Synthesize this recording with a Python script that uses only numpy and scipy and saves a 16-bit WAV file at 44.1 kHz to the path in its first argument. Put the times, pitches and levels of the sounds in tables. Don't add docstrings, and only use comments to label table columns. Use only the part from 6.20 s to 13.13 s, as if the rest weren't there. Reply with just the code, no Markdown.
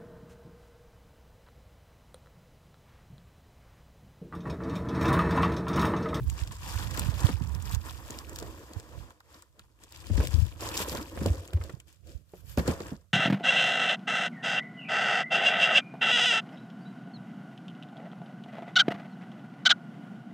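import sys
import numpy as np
from scipy import signal
from scipy.fft import rfft, irfft
from scipy.io import wavfile
from scipy.ndimage import uniform_filter1d

SR = 44100
rng = np.random.default_rng(int(sys.argv[2]) if len(sys.argv) > 2 else 0)


def pcm_store(signal):
    levels = np.round(np.clip(np.atleast_2d(signal), -1, 1) * 32767)
    wavfile.write(sys.argv[1], SR, levels.astype(np.int16).T)


N = 305613
TIME = np.arange(N) / SR

# frequency in Hz, level in dB.
BASS_SPECTRUM = [(15, -83), (28, -6), (38, -7), (55, 5.5), (72, 6.5), (100, -0.5), (150, -8.5),
                 (250, -23.5), (400, -31), (700, -57)]
# pitch in Hz, width in Hz, level in dB.
LOADED_WALL_MODES = [(217, 100, -7), (319.2, 40, 0.5), (405, 140, -3.5), (523, 90, 0.5), (597, 38, -5.5)]


def from_db(db):
    return 10 ** (np.asarray(db) / 20)


def rms_one(x):
    return x / np.sqrt(np.mean(x ** 2) + 1e-20)


def in_time(rows):
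    times, *columns = np.transpose(rows)
    return [np.interp(TIME, times, column) for column in columns]


def panned(pan_db):
    ratio = from_db(np.atleast_1d(pan_db))
    return 2 * np.array([ratio, np.ones_like(ratio)]) / (1 + ratio)


def from_left(x, delay=8):
    return np.array([x[0], np.pad(x[1], (delay, 0))[:N]])


def add(out, start_s, sound):
    at = int(np.clip(start_s * SR, 0, N - 1))
    out[:, at:at + sound.shape[-1]] += sound[..., :N - at]


def band(x, low_hz, high_hz):
    edges_hz = [low_hz, min(high_hz, SR / 2 - 100)]
    return signal.sosfilt(signal.butter(2, edges_hz, "band", fs=SR, output="sos"), x)


def coloured(x, spectrum, size=8192):
    hz, db = np.transpose(spectrum)
    grid_hz = np.maximum(np.arange(size // 2 + 1) * SR / size, 1)
    gains = from_db(np.interp(np.log(grid_hz), np.log(hz), db))
    cepstrum = irfft(np.log(gains))
    response = irfft(np.exp(2 * rfft(cepstrum[:size // 2], size)))[:size // 2]
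    return signal.oaconvolve(x, response[None] / np.linalg.norm(response))[:, :N]


def resonant(x, modes):
    out = 0
    for k, (hz, width_hz, db) in enumerate(modes):
        r = np.exp(-np.pi * width_hz / SR)
        mode = signal.lfilter([1, 0, -1], [1, -2 * r * np.cos(2 * np.pi * hz / SR), r * r], x)
        out = out + (-1) ** k * from_db(db) * rms_one(mode)
    return out


def drift(per_s):
    points = rng.standard_normal(N // 10)
    return np.interp(TIME * per_s, np.arange(len(points)), points)


def stereo_noise(alike, size):
    mid, side = rng.standard_normal((2, size))
    return np.sqrt(1 + alike) * mid + np.sqrt(1 - alike) * side * np.array([[1], [-1]])


def evened(x, window_s):
    width = max(int(window_s * SR), 2)
    power = uniform_filter1d(uniform_filter1d(x.mean(axis=0) ** 2, width), width)
    return x / np.sqrt(np.abs(power) + 1e-12)


def crackle(per_s, spread_db, ring_s, alike, low_hz, high_hz, count=48, size=512):
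    strengths = from_db(spread_db * np.minimum(rng.exponential(1, N), 4.5)) * rng.choice([-1, 1], N)
    patch_at = rng.integers(0, count, N)
    patches = []
    for hz in np.linspace(low_hz, high_hz, count):
        tick = stereo_noise(alike, size) * np.exp(-TIME[:size] / ring_s)
        ring = band(tick, .78 * hz, 1.28 * hz)
        patches.append(rms_one(.5 * rms_one(tick) + rms_one(ring)))
    out = np.zeros((2, N + size))
    for at in np.flatnonzero(rng.random(N) < per_s / SR):
        out[:, at:at + size] += strengths[at] * patches[patch_at[at]]
    return out[:, :N]


def burst(low_hz, high_hz, decay_s, alike, size=8192):
    t = TIME[:size]
    noise = evened(band(stereo_noise(alike, size), low_hz, high_hz), window_s=0.013)
    return noise * np.exp(-t / decay_s) * (1 - np.exp(-t * high_hz))


def low_swing(hz, swell_s, size=8192):
    age = TIME[:size] / swell_s
    return (age * np.exp(1 - age)) ** 2 * np.sin(2 * np.pi * hz * TIME[:size])


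def still_air():
    # frequency in Hz, level in dB.
    spectrum = [(59, -30), (100, 4), (189, -27), (634, -12.5), (801, -52), (1150, -17), (2000, -25),
                (7610, -23.5), (14700, -26.5), (16000, -50.5)]
    return from_db(-75) * rms_one(coloured(stereo_noise(0.09, N), spectrum))


def wind():
    # time in seconds, left level in dB, right level in dB.
    strength = [(0.0, -26, -25), (0.12, -41, -31), (0.4, -39, -40.5), (0.65, -44, -27), (1.2, -50, -29.5),
                (1.58, -59, -33), (1.9, -55, -43.5), (2.28, -72, -42), (2.42, -67, -58), (2.7, -69, -48),
                (2.8, -58, -31), (2.95, -76, -66.5), (3.6, -65, -61), (3.85, -42, -58), (3.92, -33.5, -55),
                (4.23, -25, -65), (4.36, -52, -41.5), (4.92, -67, -63), (5.01, -27, -26), (5.28, -69, -61),
                (5.36, -44, -36), (5.75, -75, -57), (5.9, -69, -42), (6.12, -74, -59.5), (6.27, -70, -37),
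                (6.6, -59, -48), (6.93, -71, -59)]
    # start in seconds, level in dB, pitch in Hz, swell in seconds,
    # port (0 left, 1 right).
    swirls = [(0.06, -16.5, 69.4, 0.016, 1), (0.216, -16, 65.4, 0.01, 1), (0.552, -17.5, 78, 0.0088, 1),
              (0.861, -15.5, 79, 0.0054, 1), (0.885, -10, 89, 0.0044, 1), (1.042, -4, 96, 0.0061, 1),
              (1.132, -16, 85, 0.011, 1), (1.211, -16, 130, 0.0033, 1), (1.535, -14, 79, 0.0068, 1),
              (1.564, -14.5, 70, 0.007, 1), (2.56, -22.5, 90.8, 0.0083, 1), (3.899, -15, 94, 0.018, 0),
              (3.937, -12.5, 63, 0.018, 0), (4.137, -10, 78.5, 0.0099, 0), (4.174, -10.5, 74.3, 0.017, 0),
              (4.217, -10.5, 84.5, 0.0084, 0), (5.536, -25, 124, 0.0049, 1), (5.947, -25.5, 64, 0.0092, 1)]
    gust_db, shelter_db = 2, 56
    ports_db = np.array(in_time(strength)) + gust_db * drift(per_s=16)
    churn = evened(coloured(stereo_noise(0.5, N), BASS_SPECTRUM), window_s=0.037)
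    out = churn * from_db(ports_db - 2.5)
    for start_s, db, hz, swell_s, port in swirls:
        pan_db = -shelter_db if port == 1 else shelter_db
        add(out, start_s, from_db(db) * low_swing(hz, swell_s) * panned(pan_db) / 2)
    return out


def effort():
    # time of greatest effort, swell and fade, all in seconds,
    # then the levels of film, rim and walls in dB.
    pulls = [(0.207, 0.12, 0.076, -46.5, -51, -52), (0.317, 0.0072, 0.038, -45.5, -50.5, -53),
             (0.478, 0.068, 0.19, -42.5, -47.5, -58.0), (0.624, 0.15, 0.039, -43, -44.5, -48),
             (0.792, 0.12, 0.15, -41.5, -44.5, -44), (1.062, 0.096, 0.073, -39, -41, -40.5),
             (1.219, 0.059, 0.41, -53, -52.5, -54.5), (1.547, 0.088, 0.012, -41.5, -45.5, -52),
             (1.681, 0.044, 0.064, -45.5, -47.5, -50.0), (1.965, 0.28, 0.1, -51, -52.0, -51),
             (2.217, 0.27, 0.35, -53.5, -53.5, -46), (2.597, 0.091, 0.011, -57, -55.5, -48),
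             (2.813, 0.24, 0.1, -58.0, -57, -52.0), (3.145, 0.062, 0.08, -57.5, -59.5, -57),
             (3.393, 0.049, 0.12, -68.5, -69, -64), (3.635, 0.045, 0.055, -59, -63, -59.5),
             (3.742, 0.04, 0.57, -52, -60.5, -60.5), (4.038, 0.1, 0.043, -40.5, -47, -37),
             (4.133, 0.038, 0.13, -44.0, -52.5, -46.5), (4.434, 0.023, 0.12, -39, -41.5, -38.5),
             (4.614, 0.07, 0.021, -32.5, -38.5, -43), (4.762, 0.23, 0.081, -41.5, -43.5, -37.0),
             (5.066, 0.15, 0.14, -46.0, -48.5, -37), (5.266, 0.034, 0.025, -54.5, -63.0, -56),
             (5.454, 0.19, 0.099, -56, -58.5, -50), (5.686, 0.016, 0.063, -59.5, -71, -64.5),
             (5.894, 0.036, 0.069, -57.5, -71.0, -52), (6.205, 0.087, 0.017, -61, -71, -67),
             (6.303, 0.033, 0.059, -52.5, -68.5, -73), (6.384, 0.0053, 0.025, -39.5, -40, -34.5),
             (6.489, 0.04, 0.052, -41.0, -39, -31.5), (6.675, 0.201, 0.07, -51, -51.5, -44.5)]
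    roundness = 1.39
    power = 1e-10
    for peak_s, swell_s, fade_s, *levels_db in pulls:
        from_peak = np.where(TIME < peak_s, (peak_s - TIME) / swell_s, (TIME - peak_s) / fade_s)
        envelope = np.exp(-2 * np.minimum(from_peak ** roundness, 20))
        power = power + from_db(levels_db)[:, None] ** 2 * envelope
    return 10 * np.log10(power)


def film(level_db):
    # time in seconds, level of the creases over the rubbing in dB.
    crumpling = [(0, 2), (.45, -1), (.8, 1), (1.25, 3), (1.7, -1), (2.2, -2), (2.35, -7), (2.8, -5),
                 (3.15, -4), (3.7, 1), (4.6, 1), (5.4, 1), (5.8, -6), (6.35, -7), (6.6, -1)]
    # frequency in Hz, level in dB.
    spectrum = [(880, -17.5), (1500, 0.5), (1870, 0), (2120, -4), (2320, 1.5), (3120, 1.5), (3350, 2),
                (4160, -3), (4730, 0.5), (6180, -3), (7460, 0.5), (9950, -9), (11300, -0.5), (14900, -4.5),
                (16000, -38)]
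    # time in seconds, level compared with the crinkle in dB.
    sparkle_levels = [(0, 1), (0.22, -9), (0.5, -5), (1.25, -6), (1.6, -3), (2.3, -4), (3.9, -7),
                      (4.55, -5), (4.69, 0), (4.8, -5), (5.9, -5.5), (6.2, 1.5), (6.33, 1), (6.45, -6),
                      (6.93, -6)]
    crumpling_db, = in_time(crumpling)
    sparkle_db, = in_time(sparkle_levels)
    clumps_db = 5.0 * drift(per_s=55) + 2.5 * drift(per_s=160)
    creases_per_s = 800 * from_db(.5 * (level_db + 50) + clumps_db)
    creases = crackle(creases_per_s, spread_db=3.5, ring_s=.0005, alike=.25, low_hz=1500, high_hz=15000)
    creases = evened(creases, window_s=.1) * from_db(crumpling_db)
    jerkiness = .4 * np.minimum(from_db(crumpling_db), 1.5)
    rubbing = stereo_noise(.15, N) * from_db(jerkiness * clumps_db - 1)
    sound = coloured(creases + rubbing, spectrum)
    crinkle = evened(band(sound, 700, 9500), window_s=.08)
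    sparkle = evened(band(band(sound, 9500, 18000), 9500, 18000), window_s=.08)
    return from_left(crinkle + sparkle * from_db(sparkle_db)) * from_db(level_db - 4.12) * panned(3.3)


def small_snaps(film_db, per_s=7.0, count=200):
    times = np.cumsum(rng.exponential(1, count)) / per_s
    rows = []
    for start_s, (loud, side, pitch) in zip(times, rng.standard_normal((count, 3))):
        if start_s < TIME[-1]:
            db = film_db[int(start_s * SR)] + 10.5 + 3.0 * loud
            hz = 4500 * 2 ** np.tanh(pitch / 2)
            rows.append((start_s, db, side - 9, hz))
    return rows


def snaps(film_db, size=2048):
    # time in seconds, level in dB, lean to the left in steps of 0.4 dB,
    # pitch in Hz.
    big_snaps = [(0.0993, -29, 10, 7400), (0.2032, -42, 27, 3170), (0.2738, -33.5, 2, 2720),
                 (0.3528, -41, 7, 7310), (0.7735, -25, 16, 5360), (0.794, -17.5, 4, 9500),
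                 (1.14, -43, 10, 3770), (1.3488, -34, 19, 4840), (1.4232, -35, 4, 8200),
                 (1.5473, -25, -4, 5860), (1.905, -28, -2, 7200), (1.987, -28.5, 7, 5100),
                 (2.094, -36, -2, 7000), (2.159, -27.5, -2, 4900), (2.1867, -27.5, 11, 5900),
                 (2.1994, -34.5, 3, 5150), (2.226, -35, 1, 4830), (2.534, -37.5, 5, 5100),
                 (2.5984, -38.5, 5.5, 6800), (2.9043, -45.5, 11, 2980), (3.0029, -48, 15, 3720),
                 (3.222, -41, 8, 7850), (3.3931, -39.5, 7, 3640), (3.636, -38.5, 0, 8200),
                 (3.722, -37, 10, 4500), (3.868, -37, 3.5, 4540), (3.9733, -33.5, 3, 4700),
                 (4.071, -23.5, 7, 2570), (4.4074, -32, 2.5, 5610), (4.4883, -25, 6, 4840),
                 (4.575, -19, 13, 5820), (4.6244, -36, -1, 4860), (4.6948, -26, 0, 5150),
                 (4.7495, -29, -3, 5030), (5.0603, -23.5, 5, 3300), (5.2759, -37, -3, 7200),
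                 (5.3332, -32.5, -1, 2530), (5.4374, -35, 8, 3900), (5.4974, -42.5, -3, 3980),
                 (5.6005, -41.5, 11, 7900), (6.3733, -29, -11, 3200), (6.4767, -23.5, 27, 5040),
                 (6.603, -35.5, 2, 4700)]
    # frequency in Hz, level in dB.
    spectrum = [(500, -15.5), (1200, -5.5), (2200, -9), (3300, -3), (4900, -2), (6100, -5.5), (7400, 2.5),
                (9800, -11.5), (11500, -8.5), (15000, -8.5), (17000, -22)]
    strain_s = .006
    out, t = np.zeros((2, N)), TIME[:size] - strain_s
    pop_envelope = (t > 0) * np.exp(-np.abs(t) / .0007)
    shiver_envelope = from_db(-15) * np.exp(-np.abs(t) / np.where(t > 0, .006, .0025))
    for time_s, db, lean, hz in list(big_snaps) + small_snaps(film_db):
        pop = np.sign(stereo_noise(0.54, size)) * (pop_envelope + shiver_envelope)
        pop = rms_one(pop + .8 * band(pop, .7 * hz, 1.4 * hz))
        add(out, time_s + .001 - strain_s, pop * from_db(db - 20.5) * panned(0.4 * lean))
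    return from_left(coloured(out, spectrum))


def scrape(rim_db, walls_db):
    # time in seconds, share from 0 to 1.
    pulled_out = [(0, 0.06), (4.3, 0.18), (4.8, 0.2), (5.2, 0.58), (6.93, 0.43)]
    # pitch in Hz, width in Hz, level in dB.
    rim_modes = [(942, 180, -0.5), (1215, 170, -10.5), (1683, 420, -4.5)]
    empty_wall_modes = [(184, 66, -7.5), (324, 27, -2.5), (452, 43, -4.5), (544.3, 38, 0.5), (667, 60, 1)]
    # frequency in Hz, level in dB.
    rasp_spectrum = [(400, -6.5), (700, -8.5), (1000, -8), (1300, -6.5), (1750, -9), (2300, -20.5),
                     (4000, -34.5)]
    hollow_spectrum = [(110, -13.5), (200, -19), (320, -2), (420, -10), (520, 8.5), (700, 7), (1200, -41)]
    free, = in_time(pulled_out)
    slips_per_s = 700 * from_db(4.5 * drift(per_s=70))
    rim = crackle(slips_per_s, spread_db=0.5, ring_s=0.0034, alike=0.77, low_hz=656, high_hz=2110)
    walls = crackle(slips_per_s, spread_db=3.0, ring_s=0.0023, alike=0.91, low_hz=226, high_hz=745)
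    rasp = resonant(rim, rim_modes) * (1 - free) + from_db(4.5) * rms_one(coloured(rim, rasp_spectrum))
    rasp = from_left(evened(rasp, window_s=0.094), delay=7) * from_db(rim_db - 0.5)
    hollow = (resonant(walls, LOADED_WALL_MODES) * np.sqrt(1 - free)
              + resonant(walls, empty_wall_modes) * np.sqrt(free)
              + from_db(-0.5) * rms_one(coloured(walls, hollow_spectrum)))
    hollow = evened(hollow, window_s=0.14) * from_db(walls_db - 3.5)
    return rasp * panned(-2.0) + hollow * panned(-0.26)


def rumble(walls_db):
    shudder = evened(coloured(stereo_noise(0.85, N), BASS_SPECTRUM), window_s=0.043)
    return shudder * from_db(walls_db - 3)


def flicks():
    # start in seconds, level in dB, pitch in Hz.
    finger_flicks = [(0.311, -32.5, 1260), (2.906, -35, 1160), (3.005, -37.5, 1160), (3.225, -40, 1180),
                     (3.395, -38, 1360), (3.975, -26, 1690), (5.6, -37, 2440)]
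    out = np.zeros((2, N))
    for start_s, db, hz in finger_flicks:
        add(out, start_s, from_db(db - 11.5) * burst(0.79 * hz, 1.37 * hz, decay_s=0.0041, alike=0.52))
    return from_left(out)


def knocks(size=8192):
    # start in seconds, then the levels of body, boom and clack in dB.
    blows = [(0.776, -45, -31.5, -33), (1.089, -34, -24, -31.5), (1.213, -61, -34, -59),
             (1.283, -53, -46, -60), (1.901, -38, -39.5, -43), (2.224, -33, -43, -47),
             (3.393, -69, -58, -53), (3.899, -37, -27, -45), (3.977, -49, -23.5, -34.5),
             (4.002, -26.5, -39, -31.5), (4.603, -27, -34, -37), (4.719, -34, -35, -53),
             (4.752, -33.5, -42, -38), (4.779, -38, -31.5, -37), (4.974, -32, -41, -35),
             (5.012, -49, -23, -41), (5.059, -17.5, -24.5, -46), (5.331, -34.5, -44, -42),
             (5.372, -36.5, -58, -46), (5.412, -45, -57, -39.5), (5.448, -38.5, -46, -49),
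             (5.495, -36.5, -60, -39.5), (6.136, -36.5, -56, -56.5), (6.376, -18, -16.5, -29),
             (6.394, -32, -26, -31), (6.479, -16, -18.5, -31), (6.502, -27, -38, -31.5),
             (6.605, -27.5, -37.5, -38), (6.717, -36, -27, -59)]
    # pitch in Hz, level in dB, seconds to fade by 60 dB.
    box_modes = [(182, 0.5, 0.22), (369, 2.5, 0.18), (553, -21, 0.09), (796, -3, 0.034), (1210, -56, 0.11),
                 (1320, -41, 0.4)]
    empty_from_s, strike_hz, strike_decay_s = 5.2, 430, .003
    out, t = np.zeros((2, N)), TIME[:size]
    empty_ring = sum(from_db(db - 60 * t / fade_s) * np.sin(2 * np.pi * hz * t)
                     for hz, db, fade_s in box_modes)
    loaded_ring = sum(from_db(db) * np.exp(-np.pi * width_hz * t) * np.sin(2 * np.pi * hz * t)
                      for hz, width_hz, db in LOADED_WALL_MODES)
    strike = from_db(-0.5) * np.sin(2 * np.pi * strike_hz * t) * np.exp(-t / strike_decay_s)
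    for start_s, body_db, boom_db, clack_db in blows:
        boom = from_db(boom_db) * burst(150, 237, decay_s=0.014, alike=0.81)
        body = from_db(body_db - 8.5) * burst(420, 627, decay_s=0.012, alike=0.73)
        clack = from_db(clack_db - 4.5) * burst(470, 1900, decay_s=0.0082, alike=0.17)
        ring = from_db(-17) * empty_ring if start_s > empty_from_s else from_db(-12.5) * loaded_ring
        add(out, start_s, boom + body + clack + from_db(body_db) * (strike + ring))
    return out * panned(-1.3)


def thumps():
    # start in seconds, level in dB, pitch in Hz, swell in seconds.
    wall_flexes = [(3.987, -14, 68.5, 0.011), (5.058, -21, 94, 0.014), (5.098, -14, 75, 0.011),
                   (5.166, -33.5, 87, 0.024), (5.34, -15, 82, .013), (5.393, -26.5, 81, 0.015),
                   (6.371, -22, 73, 0.016), (6.482, -22.5, 79, .012)]
    out = np.zeros((2, N))
    for start_s, db, hz, swell_s in wall_flexes:
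        add(out, start_s, from_db(db) * low_swing(hz, swell_s))
    return out


def scene():
    film_db, rim_db, walls_db = effort()
    air = still_air()
    box = scrape(rim_db, walls_db) + rumble(walls_db) + knocks() + thumps()
    return air + wind() + box + film(film_db) + flicks() + snaps(film_db)


def record(dry):
    low_hz, high_hz = 41, 16000
    thinned = signal.sosfilt(signal.butter(2, low_hz, "high", fs=SR, output="sos"), dry)
    return signal.sosfilt(signal.ellip(10, .2, 80, high_hz, fs=SR, output="sos"), thinned)


dry = scene()
out = record(dry)
pcm_store(out)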